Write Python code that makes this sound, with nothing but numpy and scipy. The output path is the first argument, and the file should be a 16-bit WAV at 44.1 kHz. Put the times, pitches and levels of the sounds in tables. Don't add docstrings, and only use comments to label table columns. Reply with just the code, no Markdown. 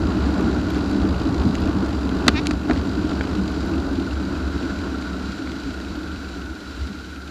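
import sys
import numpy as np
from scipy import signal
from scipy.fft import rfft, irfft, next_fast_len
from scipy.io import wavfile
from scipy.ndimage import uniform_filter1d, map_coordinates

SR = 44100
rng = np.random.default_rng(int(sys.argv[2]) if len(sys.argv) > 2 else 0)


def natural_amplitude(level_db):
    exponent = np.asarray(level_db, float) / 20
    return 10 ** exponent


def int16_out(signal):
    q = np.round(np.clip(np.atleast_2d(signal).T, -1, 1) * 32767)
    wavfile.write(sys.argv[1], SR, q.astype(np.int16))


N = 322017

# pitch in Hz, width in Hz, level in dB.
TUBES = [(265.6, 36.8, 2), (319.6, 39.7, 0.5), (383.4, 53, -9), (449, 30, -13), (640, 70, -14)]


def unit(x):
    return x / np.sqrt(np.mean(x ** 2) + 1e-20)


def curves(rows):
    s, *cols = np.transpose(rows)
    return [np.interp(np.arange(N) / SR, s, c) for c in cols]


def swells(rows, half_s):
    s, *cols = np.transpose(rows)
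    t = np.arange(0, N, 128) / SR
    bells = np.exp(-((t[:, None] - s) / half_s) ** 2 / 2)
    return [np.interp(np.arange(N) / SR, t, bells @ height) for height in cols]


def wobble(rate):
    return map_coordinates(rng.standard_normal(int(N * rate / SR) + 4), [np.arange(N) * rate / SR])


def filtered(x, response):
    m = next_fast_len(len(x) + min(len(x), 8192))
    return irfft(rfft(x, m) * response(np.fft.rfftfreq(m, 1 / SR)), m)[:len(x)]


def modes(table):
    def response(f):
        total = 0
        for k, (hz, width, db) in enumerate(table):
            total = total + (-1) ** k * natural_amplitude(db) * 1j * f * width / (hz * hz - f * f + 1j * f * width)
        return total
    return response


def damped(corner_hz, order):
    return lambda f: (1 + 1j * f / corner_hz) ** -order


def colour(points):
    hz, db = np.transpose(points)
    return lambda f: natural_amplitude(np.interp(np.log(f + 1), np.log(hz + 1), db))


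def contacts(passed, scatter_db, rise_s, decay_s):
    starts = np.diff(np.floor(passed), prepend=0) * natural_amplitude(scatter_db * rng.standard_normal(N))
    t = np.arange(SR // 8) / SR
    pulse = np.exp(-t / decay_s) * (1 - np.exp(-t / rise_s))
    return unit(signal.fftconvolve(starts, pulse)[:N])


def ringing(drive, body, wide, steady_s):
    x = filtered(drive * rng.standard_normal(N), lambda f: modes(body)(f) * modes([wide])(f))
    loudness = np.sqrt(abs(uniform_filter1d(x ** 2, int(steady_s * SR))) + 1e-12)
    return unit(x / loudness ** 0.8)


def frame_rumble(jolts, slow_db):
    # pitch in Hz, width in Hz, level in dB.
    fork_body = [(68.85, 6.9, 0)]
    seat_body = [(93.3, 12, 11.5), (139, 190, -4)]
    stem_body = [(192.6, 26.3, 0)]
    # time in seconds, fork dB, seat dB.
    humps = [(0.0, 11.5, -3), (.14, -3, 6), (.26, 4.5, -7), (.95, -6, -2), (1.05, 7, -15), (1.16, 4.5, 2),
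             (1.32, -6, 9), (1.42, 10, -3), (1.49, -8, 8), (1.66, 11.5, -1), (1.79, -4, 5), (1.93, 5, 0),
             (2.34, 5.5, 3), (2.56, 3.5, 4), (2.68, -14, -1), (2.77, 11.5, -3), (2.87, -13, 5),
             (3.78, 3, -5), (4.06, -10, 4), (4.14, 6.5, -3), (4.45, 5.5, 1), (4.56, 5, -1), (4.62, -9, 0),
             (6.16, 4, -3), (5.4, -10, 7), (5.59, -9, -2), (5.67, 5, -6), (6.49, 6, 0), (6.58, -16, 0),
             (6.82, 12.5, 4)]
    # time in seconds, tubes dB, stem dB.
    stone_edges = [(.02, 1.5, 3.5), (3.41, 0, 7), (.44, 3, 5), (.96, 3.5, 6.5), (1.05, 3.5, 6),
                   (1.16, -10, 6.5), (1.28, 4, -7), (1.48, -2, 8), (1.54, -2, -1), (1.66, 4, 3),
                   (1.79, 1, 5), (2.0, -1.5, -6), (2.18, 2, 9.5), (2.23, -1.5, -4), (2.48, 4, 0),
                   (2.62, -6, 0), (2.69, 4, -8), (3.05, 3, -4), (3.76, 4, 0), (4.0, 6.5, -0.5),
                   (4.13, -4, -9), (4.28, 1.5, 4), (4.63, 5.5, -6.5), (4.95, 4, -0.5), (5.37, -4, -1),
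                   (5.43, 7, -5), (5.68, 4.5, 2.5), (6.0, 5, -4), (6.49, 4, -3), (6.89, 2.5, 12)]
    fork_db, seat_db = swells(humps, half_s=0.032)
    tubes_db, stem_db = swells(stone_edges, half_s=0.029)
    fork_db = -27 + 1.08 * slow_db + fork_db + 0.61 * wobble(12)
    seat_db = -35 + 2.06 * slow_db + seat_db + 3 * wobble(13)
    stem_db = -28 + 1.52 * slow_db + stem_db + 2.08 * wobble(15)
    tubes_db = -24 + 1.44 * slow_db + tubes_db + 0.67 * wobble(15)
    fork = natural_amplitude(fork_db) * ringing(1, fork_body, (68, 45, 0), 0.1)
    seat = natural_amplitude(seat_db) * ringing(1, seat_body, (120, 100, 0), 0.089)
    stem = natural_amplitude(stem_db) * ringing(1 + 0.12 * jolts, stem_body, (195, 120, 0), 0.078)
    tubes = natural_amplitude(tubes_db) * ringing(1 + 0.32 * jolts, TUBES, (320, 260, 0), 0.094)
    return filtered(fork + seat + stem + tubes, damped(1190, order=3)) * natural_amplitude(0.08)


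def passing(slow_db):
    # time in seconds, half length in seconds, change
    # in dB.
    rush_swells = [(.1, .018, 3.5), (.39, .018, 4), (1.04, .04, 3), (1.42, .018, 4), (1.8, .2, 1.5),
                   (2.29, .015, 4), (2.71, .015, 9), (2.97, .06, -3), (3.11, .018, 5), (3.88, .02, 2.5),
                   (4.2, .12, -2.5), (4.86, .018, 4), (6.2, .1, 1.5)]
    # time in seconds, half length in seconds.
    skip = (2.62, 0.059)
    # time in seconds, half length in seconds, cavity dB, tyre dB.
    walls = [
        (.5, .2, 3.5, 1),
        (1.35, .2, -1.5, -1),
        (4.6, 0.27, 4, 1.5),
        (5.2, .2, 2.5, 1.5),
        (5.65, .15, 0, 2),
        (6.1, .3, 1.5, 0),
    ]
    swell_db, = swells(np.delete(rush_swells, 1, axis=1), np.transpose(rush_swells)[1])
    lull, = swells([(skip[0], 1)], skip[1])
    hollow_db, hiss_db = swells(np.delete(walls, 1, axis=1), np.transpose(walls)[1])
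    wind_db = -30.5 + 1.28 * slow_db + swell_db - 3 * lull
    cavity_db = -41 + 0.089 * slow_db - 3 * lull + hollow_db
    tyre_db = -44.5 + 0.14 * slow_db - 2.6 * lull + hiss_db
    hub_db = -49.5 + 0.19 * slow_db - 4 * lull - 0.6 * hollow_db + 0.4 * swell_db
    return wind_db, cavity_db, tyre_db, hub_db


def freewheel(teeth):
    # pitch in Hz, width in Hz, level in dB.
    hub_bodies = [
        [(2430, 270, -4.5), (2770, 1050, -5.5)],
        [(3740, 700, 0.5), (4800, 380, 5.5), (7150, 640, -2.5), (10000, 500, -8), (11600, 500, -24)],
    ]
    parts = []
    for body in hub_bodies:
        clicks = contacts(teeth, scatter_db=2.5, rise_s=0.0012, decay_s=0.0055) * rng.standard_normal(N)
        rung = filtered(filtered(clicks, modes(body)), damped(8000, order=4))
        parts.append(unit(rung))
    flange, ring = parts
    return natural_amplitude(-1) * flange + ring


def rush(jolts, teeth, slow_db):
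    # pitch in Hz, level in dB per Hz.
    wind_colour = [(15, -23), (30, -15), (45, -7), (150, -13), (400, -7.5), (500, -13.5), (650, -13),
                   (850, -16), (1150, -15.5), (1700, -26), (2100, -32), (2800, -43), (4400, -120)]
    hiss_colour = [(4000, -43), (6000, 1), (8600, -8.5), (9200, -10), (10000, -6.5), (10800, -10.5),
                   (11800, -9.5), (13000, -13), (15200, -14)]
    # pitch in Hz, width in Hz, level in dB.
    cavity_body = [(1353, 144, -1.5), (1477, 153, 1)]
    housing_body = [(2083, 1140, -5), (3390, 1530, -4), (3960, 227, 3.5), (4560, 490, -3), (5700, 1300, -7),
                    (7260, 300, -6), (8130, 280, -12.5)]
    wind_db, cavity_db, tyre_db, hub_db = passing(slow_db)
    gust = (1 + 0.079 * jolts) * natural_amplitude(0.67 * wobble(10))
    wind = natural_amplitude(wind_db) * unit(filtered(gust * rng.standard_normal(N), colour(wind_colour)))
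    blown = filtered((1 + 0.19 * jolts) * rng.standard_normal(N), modes(cavity_body))
    cavity = natural_amplitude(cavity_db) * unit(filtered(blown, damped(3000, order=3)))
    shake = (1 + 0.095 * jolts) * natural_amplitude(0.91 * wobble(11))
    shaken = filtered(shake * rng.standard_normal(N), modes(housing_body))
    tyres = natural_amplitude(tyre_db) * unit(filtered(shaken, damped(11000, order=4)))
    floor = natural_amplitude(-59.5) * unit(filtered(rng.standard_normal(N), colour(hiss_colour)))
    return wind + cavity + tyres + natural_amplitude(hub_db) * freewheel(teeth) + floor


def burst(t60, tilt_db, body, chatter=0):
    t = np.arange(SR // 16) / SR
    rebounds = 7 * (np.arange(len(t)) % round(SR / 755) == 0)
    share = np.clip(chatter, 0, 1)
    rise_s = 0.00021 + 0.001 * share
    grain = (1 - share) * rng.standard_normal(len(t)) + share * rebounds
    hit = natural_amplitude(-60 * t / t60) * (1 - np.exp(-t / rise_s)) * grain
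    tilt = lambda f: (1 + 1j * f / 1200) ** (tilt_db / 6)
    x = filtered(hit, lambda f: body(f) * tilt(f) * damped(11000, order=4)(f))
    return x / abs(x).max()


def ticks():
    # time in seconds, ping peak in dB, tap on the body in dB.
    tick_times = [(0.3054, -52, -44), (0.4085, -45, -35), (0.6144, -52, -34), (0.7043, -38, -30),
                  (0.7454, -50.5, -31), (0.7821, -44, -31), (0.8954, -51, -41), (0.9123, -44, -39),
                  (1.3444, -53, -31), (1.481, -51, -35), (1.552, -46, -24.5), (1.6053, -43, -44),
                  (1.674, -51, -32), (1.8604, -53, -32), (1.8911, -46, -37), (2.0064, -53, -35),
                  (2.0916, -52, -30), (3.3844, -53, -38), (3.4784, -54, -30), (3.5169, -46, -41),
                  (3.6601, -43, -41), (3.6965, -52, -42), (3.7544, -50, -45), (3.9294, -55, -38),
                  (3.9984, -51, -39), (4.6244, -53, -37), (4.7884, -54, -37), (5.3138, -52, -38),
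                  (5.5175, -50, -30), (5.801, -55, -33)]
    bright = lambda f: modes([(10000, 900, 0), (11600, 1000, 3)])(f) * modes([(11000, 5000, 0)])(f)
    dull = modes([(2700, 2000, 4), (4250, 1700, 4), (6800, 1600, 1.5)])
    out = np.zeros(N + SR)
    for s, db, body_db in tick_times:
        ping = natural_amplitude(db) * burst(0.0054, 0, bright)
        tap = natural_amplitude(body_db + 4) * burst(0.015, -4, dull)
        out[round(s * SR):][:len(tap)] += ping + tap
    return out[:N]


def thump(push_s, t60):
    t = np.arange(SR // 16) / SR
    push = np.sin(np.pi * np.minimum(t / push_s, 1))
    x = filtered(push, modes(TUBES)) * natural_amplitude(-60 * t / t60)
    return x / abs(x).max()


def knocks():
    # pitch in Hz, width in Hz, level in dB.
    shell = [(334, 190, 4), (686, 700, 1), (1414, 370, 8.5), (2230, 530, 3.5), (3500, 1080, 0.5),
             (4660, 500, 0.5), (5300, 480, -6.5), (7350, 1500, -10.5), (10200, 660, -16)]
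    # time in seconds, peak in dB, thud in dB, brightness in dB per octave, length in seconds.
    blows = [(0.378, -29, -1, 5, 0.015), (2.267, -23.5, 13, 5, 0.0035), (2.28, 1.5, -5.5, 2.5, .0105),
             (2.2885, -14, 4, -1, .009), (2.4572, -20, -3, 1.5, 0.011), (2.469, -12.5, -14, 9.5, 0.0031),
             (2.509, -14, 1.5, 3, 0.011), (2.686, -32, -3, 4, 0.0089), (2.6972, -15, 7, -5, .006),
             (2.7095, -11, -4, -3, .008), (2.732, -30, 1, 8, 0.005), (2.76, -24, 0, 0, .01),
             (2.775, -27, -8, 2, .012), (2.785, -33, -8, 4, 0.013), (2.812, -26, -14, 2, 0.0082),
             (3.091, -33, 9, -2, 0.0092), (3.115, -23, -5, -12, .008), (3.209, -13, -14, -7, .008),
             (3.238, -28, 2, -1, .01), (5.022, -25, -13, -2, 0.01), (5.473, -22, -15, -4, 0.005),
             (5.8, -29, -6, -4, .006)]
    out = np.zeros(N + SR)
    for s, db, thud_db, tilt_db, length in blows:
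        chatter = -0.03 * (db + 16)
        crack = natural_amplitude(db) * burst(max(length, 0.002) * 2, tilt_db, modes(shell), chatter)
        thud = natural_amplitude(db + thud_db - 1.5) * thump(push_s=0.0012, t60=0.05)
        out[round(s * SR):][:len(crack)] += crack + thud
    return out[:N]


def creak():
    # time in seconds, slips per second, load in dB.
    grip = [
        (2.325, 320, -52),
        (2.346, 304, -40),
        (2.357, 299, -29),
        (2.367, 297, -26.5),
        (2.376, 305, -27),
        (2.385, 319, -29),
        (2.394, 326, -29),
        (2.4, 360, -35),
        (2.408, 332, -52),
    ]
    # pitch in Hz, width in Hz, level in dB.
    clamp_bodies = [
        [(890, 450, -7), (1730, 240, -2), (2460, 390, 2), (3000, 500, -6)],
        [(3730, 310, 10), (4600, 370, 7.5), (5400, 550, 5.5), (7140, 900, -9), (9000, 900, -18)],
    ]
    rate, load_db = curves(grip)
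    t = np.arange(N) / SR
    late_db = np.interp(t - 0.006, t, load_db) - 4.5
    on = np.clip(np.minimum(t - grip[0][0], grip[-1][0] - t) / 0.015, 0, 1)
    turns = np.cumsum(rate * (1 + 0.008 * wobble(150))) / SR
    slips = contacts(turns, scatter_db=0.5, rise_s=0.0001, decay_s=0.00006)
    slips = slips + 0.23 * rng.standard_normal(N)
    slips = filtered(slips, lambda f: np.exp(-1j * (f / 1100) ** 2))
    out = 0
    for db, body in zip((load_db, late_db), clamp_bodies):
        out = out + natural_amplitude(db) * unit(filtered(filtered(slips, modes(body)), damped(7400, order=3)))
    return on * out


def bird():
    # time in seconds, pitch in Hz, level in dB.
    chirps = [
        (5.63, 12300, -66),
        (5.965, 12300, -62),
    ]
    out = np.zeros(N)
    for s, hz, db in chirps:
        t = np.arange(N) / SR - s
        out += natural_amplitude(db) * np.exp(-(t / 0.006) ** 2) * np.sin(2 * np.pi * (hz - 9000 * t) * t)
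    return out


def scene():
    # time in seconds, ratchet teeth passed.
    rolled = [(0, 0), (.577, 34), (1.033, 60), (1.433, 82), (1.783, 101), (2.091, 116), (2.412, 133),
              (2.791, 152), (3.39, 182), (3.799, 201), (4.174, 218), (4.701, 239), (5.067, 252),
              (5.349, 261), (5.988, 279), (6.499, 291), (6.811, 297), (7.31, 305.6)]
    teeth, = curves(rolled)
    speed = uniform_filter1d(np.gradient(teeth) * SR, SR // 2, mode="nearest")
    slow_db = 20 * np.log10(speed / 58)
    stones = np.cumsum(np.gradient(teeth) * 0.8 * natural_amplitude(2.7 * wobble(13)))
    jolts = contacts(stones, scatter_db=5, rise_s=0.0041, decay_s=0.0075)
    rolling = frame_rumble(jolts, slow_db) + rush(jolts, teeth, slow_db)
    return (rolling + ticks() + knocks() + creak() + bird())[None]


def roll_off(x):
    return signal.sosfilt(signal.butter(12, 15600, fs=SR, output="sos"), x)


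def record(dry):
    heard = filtered(np.clip(dry[0], -1, 1), lambda f: f < 15290)
    return roll_off(np.clip(heard, -1, 1)[None])


dry = scene()
out = record(dry)
int16_out(out)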